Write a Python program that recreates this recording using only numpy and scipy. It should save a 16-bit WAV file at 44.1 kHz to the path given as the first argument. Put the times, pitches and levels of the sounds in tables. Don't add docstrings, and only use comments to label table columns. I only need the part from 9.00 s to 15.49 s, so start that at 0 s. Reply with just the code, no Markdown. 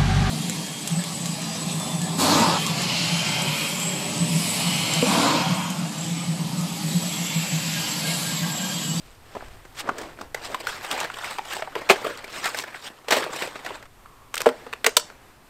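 import sys
import numpy as np
from scipy import signal
from scipy.fft import rfft, irfft, next_fast_len
from scipy.io import wavfile
from scipy.ndimage import uniform_filter1d, map_coordinates

SR = 44100
rng = np.random.default_rng(int(sys.argv[2]) if len(sys.argv) > 2 else 0)


def inscribe(sig):
    pcm = np.round(np.clip(np.atleast_2d(sig).T, -1, 1) * 32767)
    wavfile.write(sys.argv[1], SR, pcm.astype(np.int16))


N = 286209
HZ = np.fft.rfftfreq(8192, 1 / SR)
FRAMES = np.arange(N // 256 + 2) * 256 / SR
# frequency in Hz, relative level in dB.
PAPER_CRUNCH = [(30, -32), (90, -28), (190, -13.5), (290, -16.5), (390, 2), (520, 0), (780, -1),
                (1150, -8.5), (2000, -6), (4000, -10), (6600, -17.5), (8300, -16.5), (10200, -28.5),
                (12500, -22), (16000, -34)]


def amp(db):
    return 10 ** (np.asarray(db) / 20)


def unit(x):
    return x / np.sqrt(np.mean(x ** 2) + 1e-20)


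def along(points, hz):
    f, v = np.transpose(points)
    return np.interp(np.log(hz + 1), np.log(f + 1), v)


def wobble(rate):
    knots = rng.standard_normal(int(N * rate / SR) + 4)
    return map_coordinates(knots, [np.arange(N) * rate / SR])


def coloured(x, gain):
    cepstrum = irfft(np.log(np.maximum(gain, 1e-6)))
    half = len(cepstrum) // 2
    cepstrum[1:half] *= 2
    cepstrum[half + 1:] = 0
    return signal.fftconvolve(x, irfft(np.exp(rfft(cepstrum)))[:half])[:len(x)]


def registers(gain):
    # lower edge in Hz, upper edge in Hz.
    edges = [(150, 650), (650, 4000), (4000, 16000)]
    power = np.array([np.sum(gain[(HZ > low) & (HZ < high)] ** 2) for low, high in edges])
    return 10 * np.log10(power / np.sum(gain ** 2))


def blend(hz):
    pivots = [434, 1326, 5840]
    return np.transpose([along(list(zip(pivots, row)), hz) for row in np.eye(3)])


def outdoors(air_db=-54, wind_db=-1):
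    # frequency in Hz, relative level in dB.
    air_tone = [(59, -32), (100, -12.5), (140, -3.5), (177, -12.5), (206, -8), (283, -6), (315, -10.5),
                (350, -7.5), (547, -12), (836, -10), (1080, -11), (1360, -13), (6290, -26), (8400, -24),
                (10200, -28), (14400, -26.5), (16000, -48)]
    wind_tone = [(15, -4), (35, -7), (62, -10), (85, -10), (120, -11.5), (200, -35), (500, -96)]
    # time in seconds, relative level in dB.
    wind_levels = [(0, -49.5), (.38, -51), (.5, -41.5), (.65, -51), (1.5, -50), (2.2, -56.5), (3.2, -55.5),
                   (3.9, -63), (4.4, -59), (4.85, -51.5), (5.198, -56.5), (6.49, -56.5)]
    drift_db = wobble(11)
    air = unit(coloured(rng.standard_normal(N), amp(along(air_tone, HZ))))
    rumble = unit(coloured(rng.standard_normal(N), amp(along(wind_tone, HZ))))
    gusts_db = np.interp(np.arange(N) / SR, *np.transpose(wind_levels))
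    return amp(air_db + drift_db) * air + amp(wind_db + gusts_db) * rumble


def creases(rate, spread_db, cycles, slide_db):
    when, pitch, size, phase = rng.random((int(rate * N / SR), 4)).T[:, :, None]
    hz = 350 * (15000 / 350) ** pitch
    n = np.arange(320)
    height = hz * amp(spread_db * np.minimum(-np.log(1 - size), 3.5))
    rings = height * np.exp(-n * hz / (SR * cycles)) * np.sin(2 * np.pi * (hz * n / SR + phase))
    pops = np.bincount(((when * N).astype(int) + n).ravel(), rings.ravel(), N)[:N]
    return unit(unit(pops) + amp(slide_db) * rng.standard_normal(N))


def strokes(rows, roundness=1.38):
    power = np.zeros((3, len(FRAMES)))
    for s, db, rise, fall, hollow_db, crisp_db in rows:
        away = np.maximum((s - FRAMES) / rise, (FRAMES - s) / fall)
        power += amp(db - 20 * away ** roundness + np.array([[hollow_db], [0], [crisp_db]])) ** 2
    return power


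def rustle(power, drive, hollow_db, mid_db, crisp_db, patchy_db):
    # frequency in Hz, relative level in dB.
    friction_tone = [(59, -42.5), (100, -12.5), (206, -9), (335, -3.5), (373, -7), (558, -2.5), (1080, -3),
                     (1760, -3.5), (2270, -6.5), (5190, -14.5), (6290, -20), (8110, -16), (10200, -30),
                     (13200, -25.5), (16000, -37)]
    gain = amp(along(friction_tone, HZ))
    hz, _, friction = signal.stft(unit(coloured(drive, gain)), SR, nperseg=512)
    trim_db = [hollow_db, mid_db, crisp_db] - registers(gain)
    levels_db = 10 * np.log10(power + 1e-12) + trim_db[:, None]
    patches = uniform_filter1d(rng.standard_normal(friction.shape), size=5, axis=0)
    patches = unit(uniform_filter1d(patches, size=4, axis=1))
    shaped = friction * amp(blend(hz) @ levels_db + patchy_db * patches)
    return signal.istft(shaped, SR, nperseg=512)[1][:N]


def leaf_scuffs(crinkle):
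    # peak time in seconds, relative level in dB, rise and fall in seconds, lows and highs in dB.
    drags = [(.07, -55.5, .25, 0.19, -1, 10), (.37, -45.5, 0.22, 0.38, -2.5, 2.5),
             (.805, -29.5, 0.048, 0.023, -27, 7.5), (.88, -36, 0.1, 0.093, 5.5, -6),
             (1, -36.5, 0.1, 0.18, 3.5, -1.5), (1.215, -44.5, 0.097, 0.11, 4.5, -1)]
    return rustle(strokes(drags), crinkle, hollow_db=-5, mid_db=-3.5, crisp_db=-12.5, patchy_db=0.5)


def cracks(rows, tone, base_t60, doubling_db, panel_db, panel_octaves, swell, grit):
    out, t = np.zeros(N + SR), np.arange(SR // 6) / SR
    tone_db, slope = along(tone, HZ), blend(HZ)
    for s, db, centre_hz, thump_db, crisp_db in rows:
        t60 = base_t60 * 2 ** (thump_db / doubling_db)
        panel = np.exp(-.5 * (np.log2((HZ + 1) / centre_hz) / panel_octaves) ** 2)
        gain = amp(tone_db + panel_db * panel)
        gain *= amp(slope @ ([thump_db, 0, crisp_db] - registers(gain)))
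        clicks = rng.standard_normal(len(t)) * np.exp(grit * rng.standard_normal(len(t)))
        envelope = amp(-60 * t / t60) * (1 - np.exp(-t / (swell * t60)))
        crack = coloured(clicks * envelope, gain)
        loudest = np.sqrt(uniform_filter1d(crack ** 2, size=176).max())
        out[round(s * SR):][:len(t)] += amp(db) * crack / loudest
    return out[:N]


def footsteps():
    # start in seconds, level in dB, ring in Hz, thump and crispness in dB.
    footfalls = [(.351, -30, 870, 7, -20), (.365, -26.5, 670, 4, -38), (.407, -37.5, 1500, -16, -23),
                 (.421, -35.5, 700, 1, -28), (.651, -42, 1920, -3, -11.5), (.874, -30.5, 845, -17, -40),
                 (.889, -16, 1240, -11, -27), (.909, -33, 376, 21, -7), (.982, -31.5, 1570, -1, 1),
                 (1.013, -35.5, 1200, 5, 0), (1.188, -36.5, 1580, -8, -16), (1.211, -29.5, 1200, 2, -7)]
    # frequency in Hz, relative level in dB.
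    soil_tone = [(30, -36), (80, -17), (150, -14), (260, -5), (400, -3.5), (700, -2.5), (1300, -1.5),
                 (2000, -7.5), (4000, -16.5), (8300, -20.5), (10200, -33), (16000, -32)]
    return cracks(footfalls, soil_tone, base_t60=0.034, doubling_db=80,
                  panel_db=8.0, panel_octaves=0.29, swell=0.047, grit=0.77)


def paper_snaps():
    # start in seconds, relative level in dB, ring in Hz, thump and crispness in dB.
    snaps = [(1.345, -19.5, 1790, -9.5, -6.5), (1.5445, -18, 1060, -15, -12.5),
             (1.6695, -17, 1470, -26, -13.5), (1.912, -20.5, 3070, -5, 12), (1.938, -29, 826, -9, -23),
             (2.002, -22.5, 2800, 0, 19), (2.03, -26, 890, -16, -18), (2.046, -24.5, 1640, -18, -14),
             (2.1, -25, 870, -27, -28.5), (2.141, -31, 2930, -14, -7), (2.244, -25, 2110, -34, -13),
             (2.384, -22, 870, -19, -23), (2.391, -22.5, 875, -27, -37), (2.566, -24, 810, -14, -16),
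             (2.593, -28.5, 800, -12, -25), (2.622, -20, 660, -15, -32), (2.674, -28, 780, -19, -47),
             (2.753, -21, 1060, -16, -22), (2.761, -20.5, 1020, -2, -23), (3.0186, -31, 560, 11, -2),
             (3.0486, -20.5, 1170, -4, -32), (3.063, -21.5, 630, 4, -18), (3.173, -35, 1560, -7, 9),
             (3.242, -30, 2080, 6, -2), (3.4425, -22, 1930, -3, -2), (3.457, -20.5, 780, -15, -7),
             (3.5455, -21, 1660, -9, -10), (3.637, -26.5, 1690, -9, -15), (3.745, -30.5, 1800, -12, -24),
             (4.239, -24.5, 1080, -15, -9), (4.264, -23, 584, 3, -36), (4.421, -22, 2620, 3, -11),
             (4.473, -27, 524, 3.5, -5), (4.555, -28.5, 1340, -3, -15.5), (4.648, -31.5, 730, -17, -13),
             (4.662, -24, 1660, -16, -13), (4.7045, -26.5, 1070, 5, -20), (4.826, -36.5, 1800, -13, -14),
             (5.058, -37.5, 1090, -30, -32)]
    return amp(-2.5) * cracks(snaps, PAPER_CRUNCH, base_t60=0.032, doubling_db=46,
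                              panel_db=13.5, panel_octaves=0.2, swell=0.022, grit=0.25)


def clumps(rate, depth_db, life_s):
    kicks = (rng.random(N) < rate / SR) * rng.exponential(size=N)
    surge = signal.lfilter([1], [1, -np.exp(-1 / (life_s * SR))], kicks)
    return amp(depth_db * np.minimum(surge, 2))


def bag_rustle(crumple):
    # peak time in seconds, relative level in dB, rise and fall in seconds, lows and highs in dB.
    tugs = [(1.45, -38.5, 0.039, 0.046, 0, 5), (1.53, -40.5, 0.099, 0.059, 12, 2),
            (1.61, -40, 0.035, 0.018, 10.5, 5), (1.685, -32, .04, .16, -4, 0),
            (1.83, -36, 0.015, 0.19, -19, -1.5), (1.92, -27, 0.019, 0.067, -1, -2),
            (2.005, -27.5, 0.092, 0.082, -2.5, -4), (2.29, -32.5, 0.2, 0.13, -4, -1.5),
            (2.54, -34, 0.12, 0.094, -1, 3), (2.775, -33.5, 0.033, 0.086, 4, -9),
            (3.07, -31, 0.11, 0.15, -1, -7), (3.38, -37.5, .11, 0.081, 4.5, 5),
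            (3.46, -27, 0.046, 0.068, -6, 0.5), (3.58, -37, .05, .07, 3.5, 9.5),
            (3.75, -41.5, 0.052, 0.12, -18, -3.5), (3.875, -34, 0.074, 0.024, -4, 1.5),
            (3.91, -50, .04, 0.23, 3.5, -5), (4.175, -23, 0.081, 0.1, -1, -4.5),
            (4.35, -37.5, 0.052, 0.24, 1, 2), (4.425, -32, 0.074, 0.068, -6, -3.5),
            (4.67, -35.5, 0.059, 0.067, 1.5, -6), (4.745, -37.5, 0.083, 0.058, 0.5, -5.5)]
    # time in seconds, relative level in dB.
    spells = [
        [(1.36, -41), (1.56, -42.5), (1.91, -37.5), (2.56, -49.5), (2.96, -34), (3.15, -42.5), (3.55, -38.5),
         (3.69, -40), (3.89, -60)],
        [(4.18, -49), (4.26, -35.5), (4.33, -36.5), (4.476, -38), (4.588, -42.5), (4.686, -47), (4.81, -47),
         (4.87, -50)],
    ]
    effort = sum(amp(np.interp(FRAMES, *np.transpose(spell), left=-np.inf, right=-np.inf))
                 for spell in spells)
    shifting = np.outer(amp([-2, -2, -8.5]), effort) ** 2
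    return rustle(strokes(tugs) + shifting, crumple, hollow_db=-7.5, mid_db=-1, crisp_db=-6, patchy_db=2.5)


def bag_crashes():
    # start in seconds, relative level in dB, ring in Hz, thump and crispness in dB.
    landings = [(2.89, -18, 2280, -24, -11), (2.8962, -6, 2220, -15, -17.5), (2.8975, -7.5, 800, 2.5, -26),
                (2.901, -11.5, 436, -8.5, -8), (2.91, -21, 2820, -22, 6), (2.9255, -28, 640, 9, -27),
                (4.082, -21, 420, -1, -8), (4.106, -12.5, 1400, -7.5, -3.5), (4.121, -11, 1380, -6.5, -8),
                (4.14, -19, 580, -1, -6), (4.164, -14, 595, 5, 0)]
    return amp(-2.5) * cracks(landings, PAPER_CRUNCH, base_t60=0.076, doubling_db=82,
                              panel_db=4.5, panel_octaves=0.13, swell=0.028, grit=0.56)


def knocks(rows, modes, contact_s):
    out, t = np.zeros(N + SR), np.arange(SR // 3) / SR
    attack = 1 - np.exp(-t / contact_s)
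    for s, db, hardness in rows:
        for hz, mode_db, t60 in modes:
            strength_db = db + mode_db + hardness * np.log2(hz / 474) + rng.standard_normal()
            ring = amp(strength_db - 60 * t / t60) * np.sin(2 * np.pi * hz * t)
            out[round(s * SR):][:len(t)] += ring * attack
    return signal.sosfilt(signal.butter(3, 215, "highpass", fs=SR, output="sos"), out[:N])


def bag_thumps():
    # start in seconds, relative level in dB, hardness in dB per octave.
    blows = [(2.898, -13, 8.5), (4.122, -15, -20), (4.168, -16, -10)]
    # pitch in Hz, relative level in dB, seconds to fade by 60 dB.
    modes = [(346, -6.5, 0.017), (400, -2.5, 0.015), (675, -4.5, 0.051), (980, -3, 0.0098),
             (2450, -2, 0.011)]
    return knocks(blows, modes, contact_s=0.00077)


def bag_settling(crumple, centre_hz=560, width_hz=130):
    # peak time in seconds, level in dB, half-length in seconds.
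    swells = [(3.088, -33.5, 0.044), (4.222, -35, 0.079)]
    t = np.arange(N) / SR
    hollow = unit(coloured(crumple, 1 / (1 + ((HZ - centre_hz) / width_hz) ** 2)))
    return hollow * sum(amp(db) * np.exp(-((t - s) / half_s) ** 2) for s, db, half_s in swells)


def bottle_whistle(db=-57, centre_hz=1100, width_hz=130, peak_s=5.19, half_s=0.19):
    band = coloured(rng.standard_normal(N), 1 / (1 + ((HZ - centre_hz) / width_hz) ** 2))
    return amp(db) * unit(band) * np.exp(-((np.arange(N) / SR - peak_s) / half_s) ** 4)


def bottle_crackle():
    # start in seconds, level in dB, ring in Hz, thump and crispness in dB.
    dents = [(5.3412, -22.5, 1340, -17.5, -8), (5.3545, -26.5, 2600, -21, 14),
             (5.3665, -26.5, 1380, -15, -15), (5.3775, -22, 2550, -19, 2), (5.404, -24, 2580, -11, -9),
             (5.417, -20, 1400, -29, -3.5), (5.458, -13, 1100, 1, -19), (5.488, -22, 1060, -7, -16),
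             (5.664, -35, 1020, -5, -23), (5.7275, -28, 2400, -16, -23), (5.734, -23.5, 2360, -19.5, -19.5),
             (5.8437, -16, 2030, -15.5, -11.5), (5.86, -15, 1780, 0, -12.5), (5.864, -7.5, 2260, -18, -2),
             (5.9674, -6, 4220, -12.5, 7), (6.1, -37.5, 1460, -14, -19)]
    # frequency in Hz, relative level in dB.
    plastic_tone = [(100, -66), (270, -25), (400, 14), (500, 9.5), (750, 2.5), (1400, 1), (3000, 4),
                    (6500, 0), (8600, 2), (10200, -10.5), (12500, -5), (16000, -14)]
    return cracks(dents, plastic_tone, base_t60=0.074, doubling_db=9.5,
                  panel_db=4, panel_octaves=0.46, swell=0.033, grit=0.75)


def bottle_friction():
    # peak time in seconds, relative level in dB, rise and fall in seconds, lows and highs in dB.
    rubs = [(5.42, -38, 0.082, 0.07, -3.5, 2.5), (5.54, -45.5, 0.19, 0.52, -4.5, -1.5),
            (5.91, -46.5, .04, 0.58, -5, -4.5)]
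    return rustle(strokes(rubs), rng.standard_normal(N), hollow_db=-3, mid_db=-3, crisp_db=-11, patchy_db=2)


def bottle_knocks():
    # start in seconds, relative level in dB, hardness in dB per octave.
    blows = [(5.4665, 0, -1.5), (5.665, -34, -16.5), (5.844, -28, -9), (5.866, -11, 3.5),
             (5.969, -17.5, 13.5)]
    # pitch in Hz, relative level in dB, seconds to fade by 60 dB.
    modes = [(258, -19.5, 0.13), (387, -26, .03), (468, -0.5, 0.064), (597, -4, 0.045), (642, -8.5, 0.021),
             (765, -27, 0.042), (988, -12.5, 0.046), (1020, -14, 0.031), (1360, -10, 0.02),
             (1750, -30, 0.024), (6260, -79, .15)]
    return knocks(blows, modes, contact_s=0.0007)


def cabin(x, wet_db, echo_db, echo_s=0.028):
    # frequency in Hz, seconds to fade by 60 dB.
    decay_times = [(200, 0.12), (500, 0.3), (2000, 0.17), (6500, 0.31), (14000, 0.075)]
    hz, t, noise = signal.stft(rng.standard_normal(SR // 2), SR, nperseg=256)
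    tail = signal.istft(noise * amp(-60 * t / along(decay_times, hz)[:, None]), SR, nperseg=256)[1]
    answer = amp(wet_db) * np.pad(tail / np.linalg.norm(tail), (SR // 250, 0))
    answer[round(echo_s * SR)] += amp(echo_db)
    return x + signal.fftconvolve(x, answer)[:N]


def scene():
    crunches = footsteps() + paper_snaps() + bag_crashes()
    plastic = bottle_crackle()
    crinkle = creases(rate=2000, spread_db=3.0, cycles=1.8, slide_db=3) * amp(1.2 * wobble(110))
    crumple = crinkle * clumps(rate=46, depth_db=3.5, life_s=0.007)
    friction = bag_rustle(crumple) + leaf_scuffs(crinkle) + bottle_friction()
    steps_and_bags = cabin(crunches + bag_thumps(), wet_db=-17, echo_db=-21)
    bottles = cabin(plastic + bottle_knocks(), wet_db=-19, echo_db=-24)
    mix = steps_and_bags + bottles + friction + bag_settling(crumple) + bottle_whistle() + outdoors()
    return mix[None]


def record(dry):
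    top_hz = 15750
    clipped = dry / (1 + np.abs(dry) ** 8) ** (1 / 8)
    size = next_fast_len(N + SR // 4)
    passband = 1 / np.sqrt(1 + (np.fft.rfftfreq(size, 1 / SR) / top_hz) ** 160)
    return irfft(rfft(clipped, size) * passband, size)[..., :N]


dry = scene()
out = record(dry)
inscribe(out)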